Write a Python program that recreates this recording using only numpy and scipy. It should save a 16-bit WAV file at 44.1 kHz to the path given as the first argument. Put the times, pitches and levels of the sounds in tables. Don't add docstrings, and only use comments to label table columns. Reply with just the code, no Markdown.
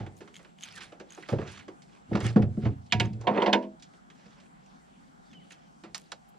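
import sys
import numpy as np
from scipy import signal
from scipy.fft import rfft, irfft, next_fast_len
from scipy.io import wavfile

SR = 44100
rng = np.random.default_rng(int(sys.argv[2]) if len(sys.argv) > 2 else 0)


def wav_record(signal):
    frames = np.transpose(np.atleast_2d(signal))
    bounded = np.clip(frames, -1, 1)
    quanta = np.round(bounded * 32767).astype(np.int16)
    wavfile.write(sys.argv[1], SR, quanta)


def boost_factor(decibels):
    exponent = np.asarray(decibels, float) / 20
    return 10 ** exponent


N = 281358


def at_hz(points, hz):
    points = np.array(points)
    return np.interp(np.log(hz), np.log(points[:, 0]), points[:, 1])


def rms_one(x):
    return x / np.sqrt(np.mean(x ** 2) + 1e-20)


def band_pass(x, order, low_hz, high_hz):
    return signal.sosfilt(signal.butter(order, [low_hz, high_hz], "band", fs=SR, output="sos"), x)


def drift(rate):
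    knots = rng.standard_normal(int(N / SR * rate * 2) + 2)
    return np.interp(np.linspace(0, len(knots) - 1, N), np.arange(len(knots)), knots) * 2.51


def ring(force, hz, t60):
    r = boost_factor(-60 / (t60 * SR))
    w = 2 * np.pi * hz / SR
    return signal.lfilter([0, np.sin(w)], [1, -2 * r * np.cos(w), r * r], force + 1e-18)


def fade(x, t60):
    r = boost_factor(-60 / (t60 * SR))
    return signal.lfilter([1 - r], [1, -r], x + 1e-18)


def strike(modes, times, peak_db, spread_db, contact_s, chatter, low_hz, high_hz, rub=0, flip=-1):
    at = (np.clip(times, 0, None) * SR).astype(int)
    share = np.sqrt(sum(boost_factor(db) ** 2 for hz, db, t60 in modes))
    luck = rng.standard_normal((len(at), len(modes)))
    out, clicks = np.zeros(N), np.zeros(N)
    np.add.at(clicks, at, boost_factor(peak_db))
    after = chatter * fade(clicks, contact_s) * rng.standard_normal(N) * np.sqrt(contact_s * SR / 7)
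    for k, (hz, level_db, t60) in enumerate(modes):
        force = after + rub * np.sqrt(28 / (t60 * SR))
        np.add.at(force, at, boost_factor(peak_db + spread_db * luck[:, k]))
        out += boost_factor(level_db) / share * ring(force, hz, t60) * flip ** k
    return band_pass(out, 3, low_hz, high_hz)


def friction(level_db):
    grain_db = 3.6 * drift(120) + 2.9 * drift(30)
    return boost_factor(level_db) * rms_one(rng.standard_normal(N) * boost_factor(grain_db))


def sliding(strokes, hiss_db):
    press_db_per_s, lift_db_per_s, swing_db = 302, 333, 24
    levels, t = np.full((4, N), -140.), np.arange(N) / SR
    for s, held, rasp_db, rumble_db, panels_db in strokes:
        on = slice(int((s - .3) * SR), int((s + held + .3) * SR))
        eased = np.maximum(press_db_per_s * (s - t[on]), lift_db_per_s * (t[on] - s - held)).clip(0)
        gone = 10 * (eased - swing_db).clip(0)
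        layers = [rasp_db - eased,
                  rumble_db - 0.43 * eased,
                  rasp_db + panels_db - 0.78 * eased,
                  rasp_db + hiss_db - eased]
        levels[:, on] = np.maximum(levels[:, on], layers - gone)
    return levels


def glides(notes, rough_db, rough_hz):
    out = np.zeros(N)
    for s, length, from_hz, to_hz, level_db in notes:
        part = np.linspace(0, 1, int(length * SR))
        hz = from_hz * (to_hz / from_hz) ** part
        swell = np.abs(np.sin(np.pi * part)) ** 0.28
        tone = swell * np.sin(2 * np.pi * np.cumsum(hz) / SR)
        out[int(s * SR):int(s * SR) + len(part)] += boost_factor(level_db) * tone
    return out * boost_factor(rough_db * drift(rough_hz))


# frequency in Hz, likeness from -1 to 1.
LIKENESS = [(60, 0.7), (170, 0.35), (460, -0.74), (1260, -0.78), (3490, 0.55), (9630, -0.19)]


def pair(white, hz):
    alike = np.clip(at_hz(LIKENESS, hz), -1, 1)
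    return np.sqrt(1 + alike) * white[0] + np.sqrt(1 - alike) * white[1] * [[1], [-1]]


# frequency in Hz, level in dB per Hz.
AIR = [(15, -47), (25, -17), (65, -14.5), (113, -30), (141, -11), (206, -6.5), (245, -11.5), (386, -22),
       (508, -18), (799, -19), (1390, -20.5), (1740, -26.5), (2290, -31.5), (7650, -39), (10100, -47.5),
       (13100, -76), (22000, -120)]


def air():
    out, together, edges = 0, drift(0.57), 25 * 2 ** np.arange(0, 9.5, .5)
    white = rng.standard_normal((2, 2, N))
    for k, (low, high) in enumerate(zip(edges, edges[1:])):
        band = band_pass(white[k % 2], 2, low, high)
        hz = np.sqrt(low * high)
        out = out + boost_factor(at_hz(AIR, hz) + .6 * together + 1.2 * drift(8)) * pair(band, hz)
    return boost_factor(-54.5 - 3.5) * rms_one(out)


# frequency in Hz, width in Hz, level in dB, swell in dB.
HUMS = [
    (180.5, 50, -63, 1.16),
    (769, 170, -64, 1.0),
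    (3250, 370, -88.5, 2),
    (7510, 260, -82.5, .6),
]


def hums():
    out = 0
    for hz, width_hz, level_db, swell_db in HUMS:
        band = band_pass(rng.standard_normal((2, N)), 2, hz - width_hz / 2, hz + width_hz / 2)
        out = out + boost_factor(level_db + swell_db * drift(3)) * rms_one(pair(band, hz))
    return out


# start in seconds, length in seconds, from Hz, to Hz, level in dB.
BIRDS = [(5.295, 0.06, 3650, 3080, -66), (5.43, 0.08, 3400, 3150, -76), (5.6, 0.08, 3350, 3050, -77),
         (5.74, 0.07, 3300, 3100, -82), (5.345, 0.045, 3130, 2900, -55), (5.405, .035, 3150, 2950, -68),
         (5.28, 0.03, 2200, 1750, -73), (5.305, .055, 1780, 1500, -72), (5.385, 0.045, 2450, 1900, -71),
         (6.043, 0.011, 3400, 5370, -72), (6.054, 0.019, 5200, 3740, -68), (5.26, 0.025, 4600, 4500, -78),
         (4.62, .015, 2600, 4200, -72), (4.685, .012, 6200, 5000, -74), (4.74, .02, 7200, 5600, -73),
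         (4.8, .06, 2100, 1800, -74)]


def birds():
    notes = glides(BIRDS, rough_db=0.9, rough_hz=118.3)
    t = np.arange(SR // 3) / SR
    trees = rng.standard_normal((2, len(t))) * boost_factor(-41 - 45 * t)
    return notes + signal.fftconvolve(notes[None], trees, axes=1)[:, :N]


# time of full pressure in seconds, rise in seconds, fall in seconds, level in dB.
RUSTLES = [(.17, 0.0076, 0.029, -65), (.365, 0.032, 0.056, -64), (.64, 0.046, 0.087, -62),
           (.78, 0.045, 0.025, -56.5), (.83, 0.019, 0.047, -59.5), (1.15, 0.049, 0.096, -63.5),
           (1.3, .015, .04, -61), (1.52, 0.041, 0.073, -65), (2.2, 0.012, 0.035, -63),
           (2.265, 0.0395, 0.047, -56), (5.52, .02, 0.035, -65), (5.955, .006, 0.067, -56.5),
           (6.29, 0.011, 0.023, -78)]
RUSTLE_TOPS_DB = [-1, -11.5, -10, -24, -27, -14, -11.5, -26, -30, -20.5, -16, -8, 9.5]


def rustle():
    level, t = np.zeros((2, 1, N)), np.arange(N) / SR
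    for (s, rise, fall, level_db), top_db in zip(RUSTLES, RUSTLE_TOPS_DB):
        on = slice(int((s - .15) * SR), int((s + .4) * SR))
        away = np.maximum(((s - t[on]) / rise).clip(0) ** 2, (t[on] - s) / fall)
        level[..., on] += boost_factor([[[0]], [[top_db]]]) * boost_factor(level_db - 14.4 * away)
    hiss = rms_one(band_pass(rng.standard_normal((2, N)), 1, 2470, 9500))
    body, top = (signal.sosfilt(signal.butter(8, 10000, side, fs=SR, output="sos"), hiss)
                 for side in ("low", "high"))
    shared, opposed = (body * level[0] + top * level[1]) * boost_factor(3 * drift(200))
    return shared + .6 * opposed * [[1], [-1]]


# time in seconds, peak in dB, lower ring in dB above it.
RATTLE = [(0.168, -49, -12), (0.3423, -45, 13), (0.3554, -45.5, 17.5), (0.3653, -37, 9), (0.391, -54, 3),
          (0.5865, -53, 19), (0.609, -44, 12), (0.629, -39.5, 18.5), (0.635, -26, 7), (0.6475, -44, 13),
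          (0.6544, -51.5, 13), (0.686, -52.5, 25.5), (1.1052, -38, 3), (1.1222, -32.5, 0.5),
          (1.1486, -38, -4), (2.242, -41, -10), (2.266, -33.5, 16), (3.0565, -38.5, -0.5), (5.314, -51, 6),
          (5.334, -51, 7), (5.5083, -46, -7), (5.5218, -39, -8)]
# frequency in Hz, level in dB, seconds to die by 60 dB.
LURE_HIGH = [(6320, 1.5, 0.013), (6950, -1.5, 0.011), (8060, -10, 0.0068), (11400, -23, 0.0034),
             (9740, -23, 0.015), (13400, -20, 0.0055)]
LURE_LOW = [(2130, -4.5, 0.0037), (3060, -4.5, 0.0085), (3440, -4.5, 0.0047), (4400, -11, 0.0019)]


def lure():
    s, peak_db, low_db = np.transpose(RATTLE)
    high = strike(LURE_HIGH, s, peak_db - 6.0, spread_db=2.4, contact_s=0.03, chatter=1.0,
                  low_hz=4500, high_hz=13000)
    low = strike(LURE_LOW, s, peak_db + low_db - 7.5, spread_db=1.6, contact_s=0.07, chatter=0.93,
                 low_hz=1180, high_hz=6500)
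    return high + low


# start in seconds, length in seconds, from Hz, to Hz, level in dB.
SQUEAKS = [
    (.745, .03, 1900, 1750, -56),
    (.765, .035, 1850, 1480, -47),
    (.81, .03, 2000, 1550, -52),
    (1.225, .02, 2050, 1950, -55),
    (1.59, .04, 2500, 2050, -57),
    (1.40, .04, 1720, 2150, -54),
    (2.20, .045, 1790, 2300, -50),
    (3.975, .025, 1400, 1230, -65),
]


def squeaks():
    return glides(SQUEAKS, rough_db=2.4, rough_hz=248.4)


# frequency in Hz, level in dB, seconds to die by 60 dB.
SWAY = [(38, -6, .4), (52, 0, .35), (65.9, -1.5, .3)]
# time in seconds, peak in dB.
SWAYS = [
    (0.01, -48),
    (1.34, -45),
    (2.12, -44),
    (2.4, -44),
    (2.66, -43.5),
    (3.44, -52),
    (3.5, -56),
]


def hull_sway():
    s, peak_db = np.transpose(SWAYS)
    return strike(SWAY, s, peak_db, spread_db=2.1, contact_s=.04, chatter=.3, low_hz=25, high_hz=90)


# frequency in Hz, level in dB, seconds to die by 60 dB.
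BOW_FLOOR = [(145, 0, .13), (172, -1, .12), (555, -12, .1)]
# time in seconds, peak in dB.
BOW_STEPS = [
    (1.322, -24),
    (1.331, -24),
    (2.305, -32),
]


def bow_steps():
    s, peak_db = np.transpose(BOW_STEPS)
    return strike(BOW_FLOOR, s, peak_db, spread_db=.6, contact_s=.02, chatter=.1,
                  low_hz=80, high_hz=900, flip=1)


# frequency in Hz, level in dB, seconds to die by 60 dB.
HEEL_PANEL = [(114.6, 1.5, 0.2), (270, -3.5, .22), (320.7, -6.5, 0.11), (401, -9.5, 0.14), (510, -13, .07),
              (635, -17, .1), (880, -20, .06)]
# time in seconds, peak in dB.
HEEL_ROCKS = [
    (1.331, -32),
    (1.388, -37.5),
    (2.114, -36.5),
    (2.634, -30.5),
    (2.658, -23),
    (2.667, -24.5),
    (2.686, -30.5),
    (2.715, -34.5),
]


def rocking_heel():
    s, peak_db = np.transpose(HEEL_ROCKS)
    return strike(HEEL_PANEL, s, peak_db, spread_db=2.8, contact_s=.02, chatter=.15,
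                  low_hz=80, high_hz=1200)


# time in seconds, peak in dB.
GRAZES = [
    (2.9118, -49),
    (2.9, -56),
    (2.6481, -46),
    (2.6566, -52),
    (3.639, -49),
    (3.535, -19),
    (3.543, -24.5),
    (3.55, -30),
]


def grazes():
    s, peak_db = np.transpose(GRAZES)
    return strike(LID_EDGE, s, peak_db, spread_db=3.0, contact_s=0.011, chatter=1.3,
                  low_hz=1300, high_hz=7000)


# time in seconds, peak in dB.
SNAPS = [
    (2.9233, -8),
    (2.9997, -10.5),
    (3.5326, -10),
    (5.9465, -27.5),
]


def snaps():
    clicks = np.zeros(N)
    for s, peak_db in SNAPS:
        clicks[int(s * SR)] = -4.5 * boost_factor(peak_db)
    return band_pass(clicks + 1e-18, 4, 1300, 5800)


# frequency in Hz, level in dB, seconds to die by 60 dB.
LID_FREE = [(198.6, -6, .3), (236, -8.5, .4), (250, -5.5, .5), (322, -11.5, 0.398), (337, -8.5, 0.47),
            (518, -8.5, .25), (578, -5.5, .2), (641, -2, .45), (921, -3, 0.15), (958, 0, .2),
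            (984, -2, .17)]
# time in seconds, peak in dB.
LID_DROP = [
    (3.533, -21),
    (3.548, -23.5),
    (3.562, -27.5),
]


def lid_drop():
    s, peak_db = np.transpose(LID_DROP)
    free = strike(LID_FREE, s, peak_db, spread_db=1.3, contact_s=.02, chatter=0.16,
                  low_hz=170, high_hz=1400)
    return hand_on_lid(free) * boost_factor(1.4 * drift(30))


def hand_on_lid(x):
    return x * boost_factor(-300 * np.clip(np.arange(N) / SR - 3.75, 0, 1))


def blow_rows(rows, top_db, length):
    rows = np.array(rows)
    return np.column_stack([rows[:, :3], top_db + 0 * rows[:, 0], length + 0 * rows[:, 0]])


# time in seconds, sheet peak in dB, panels in dB above it, length in % of a free ring.
KNOCKS = [(0.0, -41, 5.5, 250), (0.063, -39.5, -1, 65), (0.206, -40, 4.5, 150), (0.275, -41, -6, 85),
          (0.391, -47.5, -1.5, 290), (0.8062, -35, -16, 215), (0.9202, -44.5, 5.5, 130),
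          (0.998, -37.5, 3, 110), (1.286, -30, 2, 216), (1.324, -39.5, 21, 86), (1.4744, -35.5, -18, 340),
          (1.68, -37, 4, 99), (2.1514, -23.5, 5, 69), (2.2048, -31.5, 0, 110), (2.257, -40, 5, 220),
          (2.3596, -32, 19.5, 134), (2.4204, -33.5, -4.5, 44), (2.5693, -52.5, 13, 39),
          (3.935, -50.5, -2, 100), (4.1004, -41, -16, 92), (4.257, -48.5, -1.5, 44), (6.34, -58, 5, 68),
          (5.3297, -43, -14, 85), (5.5062, -38, -16, 140), (5.836, -39.5, 1, 165)]
# time in seconds, sheet peak in dB, weight as panels in dB above it.
PADS = [(0.447, -38, -15), (0.773, -35, -20), (1.1745, -39.5, 7.5), (1.224, -32.5, -24),
        (1.3843, -36, 11.5), (1.4145, -34.5, -2), (1.588, -38, -33), (2.1124, -54, 31), (2.13, -32, 1.5),
        (2.423, -32.5, -19), (2.628, -48, -4), (2.6534, -33, 9), (2.6773, -49.5, 14)]


def deck_blows():
    pad_length = 70 * boost_factor(-0.067 * np.array(PADS)[:, 2])
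    return np.vstack([blow_rows(KNOCKS, top_db=-16.5, length=np.array(KNOCKS)[:, 3]),
                      blow_rows(PADS, top_db=-30.5, length=pad_length)])


# time in seconds, sheet peak in dB, panels in dB above it.
TICKS = [(1.8193, -47.5, -22), (3.131, -50, -22), (2.862, -55, -41.5), (3.2106, -42.5, 6),
         (3.7964, -52, -20), (3.823, -41.5, -40), (4.305, -76, -8), (4.4, -52, -4), (4.6599, -55, -6),
         (4.76, -63, -1), (5.5204, -51, -42.5), (5.9451, -23, -12), (6.118, -26, 0)]


def tick_blows():
    return blow_rows(TICKS, top_db=-3.5, length=63 * boost_factor(-0.13 * np.array(TICKS)[:, 2]))


# time in seconds, deck drum peak in dB, hull boom in dB above it.
THUMPS = [(0.0, -33, 4.5), (0.03, -35.5, 1.5), (0.199, -46, -21), (1.001, -41, -26), (1.284, -49, -2),
          (1.327, -27, 2.5), (1.383, -28.5, -2.5), (1.419, -29, -7), (1.676, -37.5, -26),
          (2.115, -20, -6.5), (2.146, -13, -19), (2.22, -32, 0), (2.248, -24, 0), (2.299, -32.5, -8),
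          (2.360, -3, -19.5), (2.394, -17.5, -3), (2.433, -23, 7), (2.574, -17, -10), (2.629, -25, 6),
          (2.654, -21.5, 0), (2.702, -42, 14), (2.923, -27.5, -3), (2.943, -20.5, 1.5), (3.01, -21, -5.5),
          (3.04, -25.5, 2), (3.119, -35, 0), (3.187, -46, 5.5), (4.258, -44.5, -15), (5.83, -50, -21),
          (5.863, -43.5, -11.5)]
# time in seconds, deck drum peak in dB.
JOLTS = [
    (3.276, -22),
    (3.31, -21.5),
    (3.377, -27.5),
    (3.428, -28.5),
    (3.462, -30.5),
    (3.529, -27),
]


def weight():
    return np.transpose(THUMPS + [(s, db, -29) for s, db in JOLTS])


# frequency in Hz, level in dB, seconds to die by 60 dB.
BOOM = [(61.6, -19.5, 0.38), (87.8, -11.5, 0.53), (96.3, -6, 0.42), (115.65, 2, 0.43), (129.6, -16, 0.23),
        (141.2, -5.5, 0.37)]
DRUM = [(155, -19.5, .2), (177.7, -7, 0.21), (195.4, -8.5, 0.59), (210.5, 10, 0.18), (233.4, -16.5, 0.74),
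        (257.4, -8.5, 0.15)]


def hull_and_deck(underfoot, rub_db):
    s, drum_db, boom_db = weight()
    boom = strike(BOOM, s + .004, drum_db + boom_db - 2.0, spread_db=1.1, contact_s=0.018, chatter=0.23,
                  low_hz=36, high_hz=261.6, rub=0.37 * underfoot)
    drum = strike(DRUM, s, drum_db - 4.0, spread_db=0.78, contact_s=.03, chatter=0.2,
                  low_hz=134.4, high_hz=410, rub=0.2 * friction(rub_db[1]),
                  flip=0.98)
    return boom + drum


# frequency in Hz, level in dB, seconds to die by 60 dB.
PANELS = [(290.4, -2, 0.22), (331.1, 2.5, 0.19), (382, 0, 0.17), (416.7, 0.5, 0.12), (446.7, -2.5, 0.16),
          (484, -2.5, 0.1), (526, -9, 0.13), (566, -3.5, 0.059), (724, -9, 0.29), (954, -28, 0.1)]


def floor_panels(deck, underfoot):
    s, drum_db, _ = weight()
    knocked = strike(PANELS, deck[:, 0], deck[:, 1] + deck[:, 2] - 6, spread_db=2.3, contact_s=0.027,
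                     chatter=0.289, low_hz=216, high_hz=1900)
    flexed = strike(PANELS, s + .003, drum_db - 16, spread_db=2.5, contact_s=0.045, chatter=0.69,
                    low_hz=240, high_hz=700, rub=0.08 * underfoot)
    return knocked + flexed


# time in seconds, sheet peak in dB, panels in dB above it.
ROD_BLOWS = [
    (2.9226, -5.5, -18),
    (2.9993, -9, -14.5),
    (3.048, -38, 1),
]


def rod_blows():
    return blow_rows(ROD_BLOWS, top_db=-18.5, length=72.4)


# frequency in Hz, level in dB, seconds to die by 60 dB.
GUNWALE = [(1680, -8.5, 0.14), (1840, -9.5, 0.05), (2077, -14, 0.12), (2217, -13, 0.12),
           (2550, -32.5, 0.122), (2993, 3.5, 0.042), (3240, 3, 0.042), (3710, -0.5, 0.054),
           (4040, 0, 0.047)]
FIRST_SPOT = [(613, -13, 0.11), (690, 0, 0.12), (732, -2.5, 0.23), (957, -1, 0.23), (1450, 0, 0.065)]
SECOND_SPOT = [(486, -2.5, 0.1), (702, -1, 0.14), (730, -7.5, 0.32), (921, -2.5, 0.19), (1030, -9, 0.091)]
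LID_EDGE = [(2073, -3.5, 0.035), (2936, 4, 0.03), (3230, 0.5, 0.04), (3576, -3, 0.04), (4257, -6, 0.031)]


def gunwale(rod, lid):
    rim = strike(GUNWALE, rod[:, 0] + .003, rod[:, 1] - 11, spread_db=0.61, contact_s=0.019, chatter=0.3,
                 low_hz=386, high_hz=7700)
    first = strike(FIRST_SPOT, rod[:1, 0] + .004, rod[:1, 1] - 19, spread_db=0, contact_s=0.022,
                   chatter=0.41, low_hz=386, high_hz=3000)
    after_bounce = np.clip(np.arange(N) / SR - rod[1, 0], 0, 1)
    first = first * boost_factor(-900 * after_bounce)
    second = strike(SECOND_SPOT, rod[1:, 0] + 0.0036, rod[1:, 1] - 16, spread_db=0, contact_s=.02,
                    chatter=.3, low_hz=300, high_hz=3000)
    edge = strike(LID_EDGE, lid[:, 0], lid[:, 1] - 19, spread_db=2.5, contact_s=.03, chatter=2.0,
                  low_hz=1500, high_hz=6400)
    return rim + first + second + edge


# time in seconds, plate peak in dB, then lid ring and plate top
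# in dB above that peak.
LID_BLOWS = [(3.27, -9.5, -0.5, -33.5), (3.281, -23, 5.5, -43), (3.292, -30, 6, -51),
             (3.3467, -28, -3, -41), (3.358, -27.5, -0.5, -38.5), (3.374, -17, 0, -42.5),
             (3.4, -26.5, -1.5, -32), (3.4194, -13.5, 1.5, -25), (3.431, -27.5, 6, -38.5),
             (3.46, -13, 2, -25), (3.474, -20, 5.5, -36), (3.492, -25.5, 5.5, -35),
             (3.5284, -2.5, -10, -23.5), (3.54, -14, -2.5, -37), (3.551, -27.5, 7.5, -38),
             (3.6247, -38.5, 5.5, -15), (3.6443, -45, 1.5, -22)]


def lid_blows():
    return blow_rows(LID_BLOWS, top_db=np.array(LID_BLOWS)[:, 3], length=68.2)


# frequency in Hz, level in dB, seconds to die by 60 dB.
LID = [(205.2, -7, 0.5), (249.7, -12.5, 0.48), (337.4, -13, 0.24), (406.2, -6.5, 0.23), (482, -4.5, 0.25),
       (508, -11, 0.36), (573, -5.5, 0.26), (633, -14.5, 0.19), (722.4, -5, 0.13), (879, -12, 0.18),
       (913.5, -4.5, 0.13), (966, -5.5, 0.16), (1004, -7.5, 0.13), (1075, -10, 0.15)]


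def lid_ring(lid, drag_db):
    rings = strike(LID, lid[:, 0], lid[:, 1] + lid[:, 2] - 7, spread_db=3.1, contact_s=0.025, chatter=0.33,
                   low_hz=170, high_hz=1400, rub=0.38 * friction(drag_db[2]))
    return hand_on_lid(rings)


# frequency in Hz, level in dB.
PLATE = [(280, -10.5), (1000, -11), (1400, -8), (2000, -10.5), (3200, -7), (4500, -5.5), (6000, -2.5),
         (8000, -7.5), (10000, -24), (12000, -37.5), (15000, -52.5)]
# frequency in Hz, seconds to die by 60 dB.
PLATE_T60 = [(280, 0.22), (1200, 0.086), (3000, 0.09), (6000, 0.079), (14000, 0.046)]
COLUMN_HZ = np.log([600, 2200, 7000])


def clatter(blows, rub_db, light, hollow, heavy):
    edges = 280 * 2 ** (np.arange(19) / 3)
    at, t = (blows[:, 0] * SR).astype(int), np.arange(SR // 5) / SR
    luck, white = rng.standard_normal((len(at), len(edges))), rng.standard_normal((2, 2, N))
    grain, out = boost_factor(1.1 * drift(150) + 0.69 * drift(35)), 0
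    landing = np.ones((len(at), len(t)))
    landing[-heavy:] = 1 - np.exp(-t / .0025)
    lengths = np.clip(blows[:, 4], 20, 300) / 100
    for k, (low, high) in enumerate(zip(edges, edges[1:])):
        hz = np.sqrt(low * high)
        low_part, mid_part, top_part = (np.interp(np.log(hz), COLUMN_HZ, corner) for corner in np.eye(3))
        sizes = boost_factor(blows[:, 1] + low_part * blows[:, 2] + top_part * blows[:, 3] + 2.0 * luck[:, k])
        sizes[:light] *= boost_factor(15.5 * min(np.log2(hz / 755), 0))
        sizes[-hollow:] *= boost_factor(-9 * np.exp(-(np.log2(hz / 1280) / 0.3) ** 2))
        dying, cracks = np.zeros(N + len(t)), np.zeros(N)
        cracks[at] = sizes
        cracks[at[-hollow:-heavy]] *= boost_factor(-2.5)
        cracks[at[-heavy:]] *= boost_factor(-6.5)
        rise = 1 - np.exp(-t * hz / 1.9)
        for start, size, factor in zip(at, sizes[:, None] * landing, lengths):
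            fall_db = -60 * t / (factor * at_hz(PLATE_T60, hz))
            fall = boost_factor(fall_db) + boost_factor(fall_db / 4.05 - 23.5)
            dying[start:start + len(t)] += size * rise * fall
        rubbing_db = low_part * rub_db[2] + mid_part * rub_db[0] + top_part * rub_db[3]
        rubbing = boost_factor(rubbing_db + 1.5 * drift(25)) * grain
        apart = 0.071 + 0.46 * hz / 10000
        force = (boost_factor(-9.0) * dying[:N] + boost_factor(-5.0) * rubbing) * white[k % 2] * [[1], [apart]]
        force[0] += boost_factor(-7.5 - 9.9 * top_part - 4.7 * low_part) * np.sqrt(SR / (high - low)) * cracks
        shared, opposed = band_pass(force, 3, low, high) * np.sqrt(SR / 2 / (high - low))
        out = out + boost_factor(at_hz(PLATE, hz)) * (shared + opposed * [[1], [-1]])
    return out


# time of full pressure in seconds, seconds held, rasp in dB,
# hull rumble in dB, panels in dB above the rasp.
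SCUFFS = [(0.65, 0.084, -47.5, -54, -17), (0.77, 0.072, -47, -56, -13), (1.12, 0.16, -55, -65, -12),
          (1.40, 0.06, -52.5, -39, 4.5), (1.47, 0.14, -49.5, -55, -11), (1.9, 0.073, -60.5, -67, -3),
          (2.16, 0.076, -45.5, -22.5, 4), (2.25, 0.03, -35.5, -29, -11.5), (2.65, 0.016, -47, -25, 3),
          (3.03, 0.0093, -53, -21, 9), (3.09, 0.11, -80, -33.5, -1), (3.222, 0.02, -61, -42.5, 2),
          (4.194, 0.25, -62, -72, -1)]
DRAG = [
    (3.31, 0.097, -45.5, -31.5, 19.1),
    (3.42, 0.04, -42, -37, 11),
]


def boat():
    deck, ticks, rod, lid = deck_blows(), tick_blows(), rod_blows(), lid_blows()
    scuff_db, drag_db = sliding(SCUFFS, hiss_db=-15), sliding(DRAG, hiss_db=-27)
    rub_db = np.maximum(scuff_db, drag_db)
    underfoot = friction(scuff_db[1])
    lid_on_sheet = lid - [0, 0.0, 3.0, 1, 5.5]
    sheet = clatter(np.vstack([ticks, deck, rod, lid_on_sheet]), rub_db,
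                    light=len(ticks), hollow=len(rod) + len(lid), heavy=len(lid))
    body = hull_and_deck(underfoot, rub_db) + floor_panels(deck, underfoot)
    struck = body + gunwale(rod, lid) + lid_ring(lid, drag_db) + sheet + squeaks()
    return struck + hull_sway() + bow_steps() + rocking_heel() + grazes() + snaps() + lid_drop()


# frequency in Hz, left minus right in dB.
BOAT_BALANCE = [(30, 1.5), (70, -6), (125, -1.5), (250, 1), (500, -1.5), (1000, -7.5), (2000, -5),
                (4500, -3.5), (9600, -5)]
# frequency in Hz, radians by which left leads.
BOAT_PHASE = [(60, 0.93), (250, 0.24), (1210, 0.94), (1720, 1), (4130, 0.47), (5940, -1.5), (7400, -1.8),
              (9800, -3)]


def two_ports(x):
    size = next_fast_len(N + 4096)
    hz = np.maximum(np.arange(size // 2 + 1) * SR / size, 1)
    half = boost_factor(at_hz(BOAT_BALANCE, hz) / 2) * np.exp(.5j * at_hz(BOAT_PHASE, hz))
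    lags = rng.uniform(0.000931, 0.015, (2, 8, 1))
    echoes = np.sum(boost_factor(-lags * 4300) * np.exp(-2j * np.pi * hz * lags), axis=1) * hz / (hz + 1500)
    ports = np.array([half, 1 / half]) * (1 + boost_factor(-13.0) * echoes)
    return irfft(rfft(x, size) * ports, size)[:, :N]


def scene():
    around = air() + hums() + birds() + rustle() + lure() * boost_factor([[-.5], [.5]])
    return around + two_ports(boat())


def band_limit(x):
    return signal.sosfilt(signal.butter(12, 15200, fs=SR, output="sos"), x)


def record(dry):
    mix = signal.sosfilt(signal.butter(2, 40, "high", fs=SR, output="sos"), dry)
    return band_limit(mix)


dry = scene()
out = record(dry)
wav_record(out)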